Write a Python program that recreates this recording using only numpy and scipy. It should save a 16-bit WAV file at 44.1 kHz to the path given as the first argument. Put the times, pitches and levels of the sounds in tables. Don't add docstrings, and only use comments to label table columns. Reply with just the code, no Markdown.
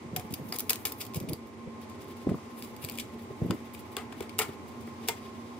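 import sys
import numpy as np
from scipy import signal
from scipy.io import wavfile
from scipy.ndimage import uniform_filter1d

SR = 44100
rng = np.random.default_rng(int(sys.argv[2]) if len(sys.argv) > 2 else 0)


def ratio_of_db(decibels):
    return 10 ** (np.asarray(decibels, float) / 20)


def file_out(sig):
    cols = np.atleast_2d(sig).T
    lim = np.clip(cols, -1, 1)
    pcm = np.round(lim * 32767).astype(np.int16)
    wavfile.write(sys.argv[1], SR, pcm)


N = 246519

# start_s, level_db, brightness_db, half_ms (time to fall by half)
NEAR_SNAPS = [(0.1646, -34, 2.5, 1.4), (0.17, -47, 13, 3.1), (0.198, -50, 4, 2.1), (0.325, -52, 15, 1.9),
              (0.34, -38.5, 3.5, 3.3), (.5254, -41, -5, 2.5), (.533, -52, 1.1, 4.3), (.5422, -45.5, 7, 9.6),
              (0.5626, -44, 11, 2), (0.588, -43, 12, .8), (.5957, -44, 12, 3.2), (0.6064, -43, 9, 1.7),
              (.6976, -31.5, 1.5, 5.6), (0.7065, -27, 12.5, 1.6), (.712, -50, 14, 2.4), (0.733, -38, 3, 3),
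              (0.7586, -45, 4, 2.3), (0.8547, -31, 6, 4.5), (.862, -46, 7, 3.1), (.8747, -44, 6, 10),
              (.9225, -45, 11, 3.1), (1.014, -42, 0, 11), (1.0531, -52, 9, 2.2), (1.067, -52, 7, 3.4),
              (1.147, -45.5, 4, 6), (1.138, -56, -6, 4), (1.162, -44, 4, 7), (1.203, -48, 5, 3.2),
              (1.2899, -51, -6, 5.2), (1.297, -52, 3, 2.6), (1.3345, -47, 8, 1)]
# start_s, level_db, brightness_db, half_ms
FAR_SNAPS = [(2.2924, -64, -7, 2.6), (2.298, -56, -2.1, 3.8), (2.625, -53, -11, 1.9), (2.644, -55.5, 1, 22),
             (2.766, -59.5, 5, 4.5), (2.849, -44, 5, 1.5), (2.842, -51, -6, 3), (2.835, -55, -6, 8),
             (2.889, -51.5, -14, 3.9), (2.899, -46, 2, 1.1), (2.914, -56, -8, 4.3), (2.9221, -57, 9, 4),
             (2.956, -58, -1.1, 23), (2.977, -50, 2, 3.4), (2.9875, -44, -12, 1.8), (2.9995, -42, -5, 7.3),
             (3.5094, -41, -9, 1.4), (3.7495, -52, -6, 3.7), (3.742, -56, 8, 8), (3.798, -57.5, 7, 8.2),
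             (3.9689, -39, -4, 1.1), (4.1254, -52, -12, 3.4), (4.207, -48, -2.1, 1.2),
             (4.2955, -54, -11, 4.6), (4.386, -48, 9, 3), (4.3911, -29, 6, 5), (4.397, -37, 6, 4.4),
             (4.412, -45, -14, 6.8), (4.4206, -38.5, -4, 8.6), (5.082, -45, 3, 9.3), (5.0874, -31, 1, 4.9),
             (5.095, -39.5, -11, 2.5)]
# start_s, level_db, brightness_db
RUSTLES = [(.313, -58, 0), (.495, -58, 7), (.6745, -65, 6), (.9917, -61.5, 18), (1.2268, -65, 10),
           (1.3267, -61, 1), (1.4757, -70, 8), (1.82, -67, 8), (1.9003, -64, -2), (2.23, -66, 2),
           (2.0176, -59.5, -2), (2.0876, -65, 1), (2.1752, -63, 0), (2.3618, -65.5, 4), (2.5801, -65, 1),
           (2.6055, -62, .1), (2.83, -58.5, -8), (3.2267, -68, 9), (3.466, -67, 12), (3.5449, -65, 9),
           (3.78, -63, -6), (3.9243, -65, 6), (3.985, -53.5, -16), (4.2285, -57, -6), (4.433, -58, .1),
           (4.4895, -60, -5), (4.6842, -64.5, 4), (4.8128, -63, 1.5), (4.876, -63, 0), (5.105, -62, -2)]
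# start_s, peak_db, brightness_db
TICKS = [(.1634, -23, 0), (.325, -37, 14), (.3393, -28, 5), (.342, -27, 5), (.5245, -29, 0),
         (.5627, -31, 5), (.5864, -17, 16), (.595, -37, 10), (.602, -25, 10), (.6049, -21, 18),
         (.6965, -20, 3), (.7055, -17, 9), (.8535, -24, 8), (.92, -32, 13), (.9227, -29, 15),
         (1.0095, -31, 6), (1.0125, -31, -6), (1.0655, -40, 10), (1.1373, -38, -6), (1.1453, -28, 2),
         (1.158, -36, 0), (1.165, -35, 3), (1.1877, -42, -8), (1.2017, -37, 4), (1.2062, -38, -6),
         (1.289, -36, -20), (1.2932, -31, -5), (1.2958, -27, 10), (1.3261, -37, -14), (1.3334, -28, 7),
         (1.8442, -43, -15), (1.8992, -45, -12), (2.0438, -48, 0), (2.0662, -48, -16), (2.624, -26, -8),
         (2.648, -41, -10), (2.8415, -35, -2), (2.8473, -23, 2), (2.8727, -41, -8), (2.888, -34, 6),
         (2.8976, -26, 2), (2.9211, -36, 9), (2.9304, -40, -8), (2.9751, -33, 6), (2.9795, -31, -8),
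         (2.986, -25, -6), (3.0, -33, -10), (3.7485, -32, -14), (3.9675, -28, -8), (4.126, -39, -17),
         (4.2061, -33, -5), (4.296, -41, -8), (4.39, -18, 6)]
# pitch_hz, width_hz, level_db
DULL_PAPER = [(2350, 390, 8.5), (2830, 1850, 5.5), (3770, 2100, -26)]
# pitch_hz, width_hz, level_db
CRISP_PAPER = [(4800, 3300, -3), (7050, 1300, 3), (8860, 950, 3)]
# pitch_hz, width_hz, level_db
FINE_PAPER = [(10400, 2400, 4.5), (12640, 2440, 7.5), (15140, 1600, 10)]
# time_s, effort_db
SWEEP = [(0, -25), (.2, 5), (.36, 4), (.5, 10), (1.04, 9), (1.17, -11), (1.4, -23), (1.79, -36), (2.1, 0),
         (2.35, -24), (2.6, 11), (2.74, -2), (2.83, 11), (3.03, -3), (3.87, -1), (4.78, -1), (5.12, -9),
         (5.59, -9)]
# start_s, level_db, half_ms (time to fall by half)
KNOCKS = [(0.1647, -36, 2.5), (.199, -46, 1.9), (0.526, -38, 2.8), (.533, -41, 4.3), (.5422, -44.5, 11),
          (0.6043, -40, 1.7), (.6976, -42, 4), (0.7058, -31.5, 2.7), (0.732, -41, 2.9), (.853, -35, 6.7),
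          (.8747, -45, 11), (0.921, -47, 2.6), (1.0116, -45, 11), (2.2913, -39, 1.9), (3.51, -35, 4.2),
          (3.9684, -36, 1.8), (3.979, -42, 19), (3.9912, -42, 13), (4.1262, -40, 3.7), (4.2064, -36.5, 1.2),
          (4.2285, -49, 19), (4.3906, -28, 6.2), (4.399, -26.5, 4), (4.412, -29.5, 5), (4.4216, -38, 7.5),
          (4.433, -36.5, 6.8), (4.4895, -48.5, 32), (4.877, -46, 3.8), (5.0868, -25.5, 3.8),
          (5.096, -46, 2.8)]
# pitch_hz, width_hz, level_db
BASKET = [(450, 128, 9.5), (796, 600, 4), (1288, 600, 0), (2040, 830, -0.5)]
# start_s, pitch_hz, level_db, t60_s
TAPS = [(.166, 727, -34.5, 0.16), (.526, 734, -40, 0.098), (3.508, 1080, -26, 0.022),
        (3.507, 2450, -43, 0.019), (3.969, 1123, -35.5, 0.095), (3.969, 1570, -31, 0.029),
        (4.125, 1590, -40, 0.034), (4.390, 2870, -18.5, 0.021), (4.390, 2220, -30, 0.16),
        (4.411, 1387, -29, 0.088), (5.087, 2100, -29, 0.058), (5.092, 918, -28.5, 0.082),
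        (.705, 2440, -37, .05), (.5245, 4830, -25, 0.021), (1.3332, 4700, -27, .007),
        (3.5075, 4800, -34, 0.018), (2.269, 795, -32, .02), (2.292, 1300, -34, .015),
        (2.345, 1110, -31, 0.016), (2.386, 1200, -40, .015), (3.417, 480, -32, .015),
        (4.2062, 2500, -40, 0.014), (3.985, 1245, -39, .09), (5.087, 8400, -28, .018),
        (5.089, 9300, -28, .018), (4.3905, 7600, -25, 0.022), (4.394, 7500, -28, .02),
        (3.508, 1300, -29, .02), (5.0865, 15300, -30, .012)]
# time_s, late_samples
RIGHT_LATE = [
    (0, 3),
    (1.55, 3),
    (1.6, 0),
    (5.59, 0),
]
# time_s, share_0_to_1
SHADE = [(0, 0), (1.5, 0), (1.65, .95), (3.1, .95), (3.45, .7), (4.3, .7), (4.38, .95), (5.59, .95)]
# centre_s, level_db, pitch_hz
JOLTS = [(0.1584, -38, 188), (.252, -37, 200), (0.3106, -36.5, 167), (0.3329, -33, 280), (.399, -37, 225),
         (1.1635, -34.5, 157), (1.1745, -29.5, 150), (1.1863, -43, 150), (1.2136, -35.5, 193),
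         (1.238, -36.5, 278), (1.2474, -36.5, 169), (1.291, -35.5, 169), (1.3037, -32, 250),
         (1.323, -32, 267), (1.3304, -32.5, 128), (1.675, -35.5, 146), (2.272, -20, 300),
         (2.314, -28.5, 141), (2.3195, -21.5, 287), (2.3352, -33, 200), (2.3444, -30, 288),
         (2.354, -32, 177), (2.845, -38.5, 133), (3.4219, -25.5, 187), (3.426, -33, 120),
         (3.4352, -33.5, 129), (3.45, -31, 300), (3.512, -30, 180), (1.308, -33, 140), (3.462, -28.5, 192),
         (3.49, -35.5, 189), (3.5036, -22.5, 242), (3.522, -25.5, 228), (4.392, -38, 450)]
# centre_s, level_db, pitch_hz
SHUDDERS = [(.058, -42.5, 156), (0.136, -36, 191), (.185, -39, 136), (0.418, -39.5, 147), (0.458, -42, 193),
            (0.5013, -41.5, 198), (0.5547, -41, 365), (0.86, -46, 404), (1.226, -41, 158),
            (1.2773, -42, 260), (2.2927, -26.5, 177), (3.0514, -44.5, 276), (3.1576, -41.5, 375),
            (3.3103, -38, 380), (3.447, -39.5, 235), (3.476, -43, 180), (3.5373, -34.5, 320),
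            (3.547, -35, 274), (4.2113, -33, 402), (4.419, -41, 464), (4.4934, -37.5, 363),
            (4.605, -45.5, 244), (4.882, -42, 335), (5.102, -45, 263)]
# pitch_hz, level_db (per Hz)
FAN_RUSH = [(45, -33), (70, -23.5), (100, -4), (160, -21), (250, -6.5), (400, -12), (600, -18.5),
            (1000, -17.5), (1600, -33), (2100, -32), (3500, -35), (7000, -37.5), (12000, -51), (16000, -70)]
# pitch_hz, width_hz, level_db
HUM = [(96.6, 41, -57.5), (232.8, 17, -49), (384.3, 73, -55.5), (855.5, 6.4, -61.5), (911, 32, -77),
       (1057, 19, -56.5), (1060, 300, -64), (2100, 760, -61)]
# pitch_hz, likeness_0_to_1
ALIKE = [(60, 1), (130, 0.68), (290, 0.99), (640, 0.43), (1400, 0), (3000, 0)]


def level(x, db):
    return x * ratio_of_db(db) / np.sqrt(np.mean(x ** 2))


def even(x):
    return x / np.sqrt(uniform_filter1d(np.mean(x ** 2, axis=0), size=160))


def band(x, hz, width):
    return signal.lfilter(*signal.iirpeak(min(hz, .45 * SR), hz / width, fs=SR), x)


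def ring(x, modes):
    out = 0
    for k, (hz, width, db) in enumerate(modes):
        shaken = np.roll(x, 5 * k, axis=-1)
        out = out + ratio_of_db(db) * band(band(shaken, hz, width * 0.94), hz, width * 0.94)
    return out


def walk(rate):
    k = int(SR / rate)
    held = np.repeat(rng.standard_normal(N // k + 1), k)
    return 1.08 * uniform_filter1d(uniform_filter1d(held, k), k)[:N]


def grit(spread_db, apart):
    size = ratio_of_db(spread_db * np.minimum(rng.exponential(size=N), 3.5))
    return size * (rng.standard_normal(N) + apart * rng.standard_normal((2, N)))


def snap_envelope(s, db, half_ms, rise, crack_db, stretch, tail_db, tail_s):
    lead = 900
    power, t = np.zeros(N + SR), np.arange(-lead, 6000) / SR
    after = np.maximum(t + .001, 0)
    for at, peak_db, half in zip(s, db, half_ms / 1000):
        slow = max(half - .005, 0)
        crack = ratio_of_db(crack_db - 3500 * slow) ** 2 * np.exp(-after / 0.0013)
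        tail = ratio_of_db(tail_db) ** 2 * np.exp(-after / tail_s)
        fall = crack + 4 ** (-after / (stretch * half)) + tail
        swell = np.exp(-(np.minimum(t + 0.00076, 0) / (0.00082 + rise * slow)) ** 2)
        start = int(at * SR) - lead
        power[start:start + len(t)] += ratio_of_db(peak_db) ** 2 * fall * swell
    return np.sqrt(power[:N])


def creases(clicks):
    clusters = ratio_of_db(3.4 * walk(450) + .3)
    rustle_half_ms = 11
    rows = NEAR_SNAPS + FAR_SNAPS + [(*row, rustle_half_ms) for row in RUSTLES]
    s, db, bright_db, half = np.transpose(rows)
    dull = snap_envelope(s, db - bright_db / 2, half, rise=1.0, crack_db=3.5, stretch=0.98,
                         tail_db=-18, tail_s=0.0041) * even(ring(clicks, DULL_PAPER))
    crisp = snap_envelope(s, db + 0.046 * bright_db, half, rise=0.81, crack_db=2.0, stretch=1.06,
                          tail_db=-15, tail_s=0.0029) * even(ring(clicks, CRISP_PAPER))
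    fine = snap_envelope(s, db + bright_db / 2, half, rise=1.0, crack_db=0.0, stretch=1.0,
                         tail_db=-19, tail_s=0.0048) * even(ring(clicks, FINE_PAPER))
    return clusters * (ratio_of_db(0.64) * dull + ratio_of_db(2.12) * crisp + ratio_of_db(1.0) * fine)


def ticks(clicks):
    t, burst = np.arange(90) / SR, np.zeros((3, 2, N))
    fall_s = .0003
    for s, db, bright_db in TICKS:
        at = int(s * SR)
        here = clicks[:, at:at + len(t)]
        force = (here[0] + .3 * here) * np.exp(-t / fall_s)
        tilt = ratio_of_db(db + bright_db * np.array([-.5, 0, .5]) - abs(bright_db) / 2)
        burst[:, :, at:at + len(t)] += tilt[:, None, None] * force / np.sqrt(np.sum(force ** 2) / 2)
    dull, crisp, fine = ring(burst[0], DULL_PAPER), ring(burst[1], CRISP_PAPER), ring(burst[2], FINE_PAPER)
    return ratio_of_db(5.5) * dull + ratio_of_db(10.0) * crisp + ratio_of_db(7.0) * fine


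def bristles():
    t = np.arange(N) / SR
    effort_db = np.interp(t, *np.transpose(SWEEP))
    patchy_db = 4.5 * walk(60) + 1.2 * walk(14)
    scrape = grit(1.4, apart=0.82)
    drag_db = -64 + 1.15 * t + 0.083 * effort_db + patchy_db
    drag = ratio_of_db(drag_db) * level(band(scrape, 2400, 2340), -2.34)
    air = band(band(scrape, 12000, 12000), 12000, 12000)
    return drag + ratio_of_db(-64 + effort_db + patchy_db) * level(air, -7)


def knocks():
    blows = even(grit(1.4, apart=0.35))
    hits = blows * snap_envelope(*np.transpose(KNOCKS), rise=0.12, crack_db=-6, stretch=1.19,
                                 tail_db=-9, tail_s=0.013)
    return ratio_of_db(-1.0) * ring(hits, BASKET) / np.std(ring(blows, BASKET))


def taps():
    out, t = np.zeros(N + SR), np.arange(9000) / SR
    for s, hz, db, t60 in TAPS:
        start = int(s * SR)
        out[start:start + len(t)] += ratio_of_db(db) * np.sin(2 * np.pi * hz * t) * 1000 ** (-t / t60)
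    return out[:N]


def brush_in_basket():
    clicks = grit(1.15, apart=1.0)
    return creases(clicks) + bristles() + knocks() + taps() + ticks(clicks)


def space(x, room_db, room_t60):
    n = np.arange(N)
    delay = np.interp(n / SR, *np.transpose(RIGHT_LATE)).round().astype(int)
    late = np.maximum(n - delay, 0)
    lift = .27 * band(x, 2200, 2500)
    right = (x[1] - lift[1])[late]
    shade = np.interp(n / SR, *np.transpose(SHADE))
    right = right - 2 * shade * band(right, 5500, 3200)
    x = np.array([x[0] + lift[0], right])
    t = np.arange(SR // 2) / SR
    walls, room = rng.standard_normal((2, 2, len(t)))
    wall_db, wall_t60 = -13, .004
    near = level(band(walls, 3600, 8500) * 1000 ** (-t / wall_t60), wall_db)
    far = level(band(room, 4000, 12000) * 1000 ** (-t / room_t60), room_db)
    echo = (near + far) / np.sqrt(len(t))
    echo[0, 0] += 1.03
    echo[1, 0] += 1
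    return signal.fftconvolve(x, echo, axes=1)[:, :N]


def shoves():
    out, force = np.zeros((2, N + SR)), np.zeros(N + SR)
    jolt_cycles, shudder_cycles = 1.86, 3.95
    rows = [(*row, jolt_cycles) for row in JOLTS] + [(*row, shudder_cycles) for row in SHUDDERS]
    reach = 1500
    t = np.arange(-reach, reach) / SR
    for (s, db, hz, cycles), (phase, twist) in zip(rows, rng.random((len(rows), 2))):
        length = cycles / hz
        start = int(s * SR) - reach
        port_phase = 0.17 * (twist - .5) * np.array([[1], [-1]])
        wave = np.cos(2 * np.pi * (hz * (t - 12 * t ** 2) + phase + port_phase))
        out[:, start:start + len(t)] += ratio_of_db(db + 4.5) * wave * np.exp(-(t / (0.4 * length)) ** 2)
        force[start:start + len(t)] += ratio_of_db(db) ** 2 * np.exp(-(t / (0.65 * length)) ** 2)
    skin = signal.sosfilt(signal.butter(4, 620, fs=SR, output="sos"), grit(5.0, apart=0.45))
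    edge = level(band(skin, 333, 220), -8)
    sway = level(band(band(skin, 116, 60), 116, 60), -8.5)
    return (out[:, :N] + np.sqrt(force[:N]) * (edge + sway)) * ratio_of_db(np.array([[-.2], [.2]]))


def pair(hz, width):
    alike_hz, likeness = np.transpose(ALIKE)
    c = np.interp(np.log(hz), np.log(alike_hz), likeness)
    mid, side = band(band(rng.standard_normal((2, N)), hz, width), hz, width)
    return level(np.sqrt(1 + c) * mid + np.sqrt(1 - c) * side * np.array([[1], [-1]]), 0)


def kitchen():
    rush, swell = 0, walk(0.067)
    rush_hz, rush_db = np.transpose(FAN_RUSH)
    for hz in 30 * 2 ** (np.arange(28) / 3):
        db = np.interp(np.log(hz), np.log(rush_hz), rush_db) + 10 * np.log10(hz)
        rush = rush + ratio_of_db(db + 0.08 * swell + 0.8 * walk(6.7)) * pair(hz, hz / 2.51)
    hum = sum(ratio_of_db(db + 1.2 * walk(3)) * pair(hz, width) for hz, width, db in HUM)
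    lull_s, lull_width_s, lull_db = 1.52, 0.24, -3
    lull = ratio_of_db(lull_db * np.exp(-((np.arange(N) / SR - lull_s) / lull_width_s) ** 2))
    rush = lull * level(rush, -47) * ratio_of_db(np.array([[-.7], [.7]]))
    return rush + np.sqrt(lull) * hum * ratio_of_db(np.array([[-.6], [.6]]))


def scene():
    return space(brush_in_basket(), room_db=-12, room_t60=0.2) + shoves() + kitchen()


def roll_off(x):
    return signal.sosfilt(signal.butter(12, 16970, fs=SR, output="sos"), x)


def record(dry):
    rounded = np.tanh(2 * dry) / 2
    lean = signal.sosfilt(signal.butter(3, 55, "high", fs=SR, output="sos"), rounded)
    dull = signal.sosfiltfilt(signal.butter(24, 15700, fs=SR, output="sos"), lean)
    mix = dull + ratio_of_db(-36) * (lean - dull)
    return roll_off(mix)


dry = scene()
out = record(dry)
file_out(out)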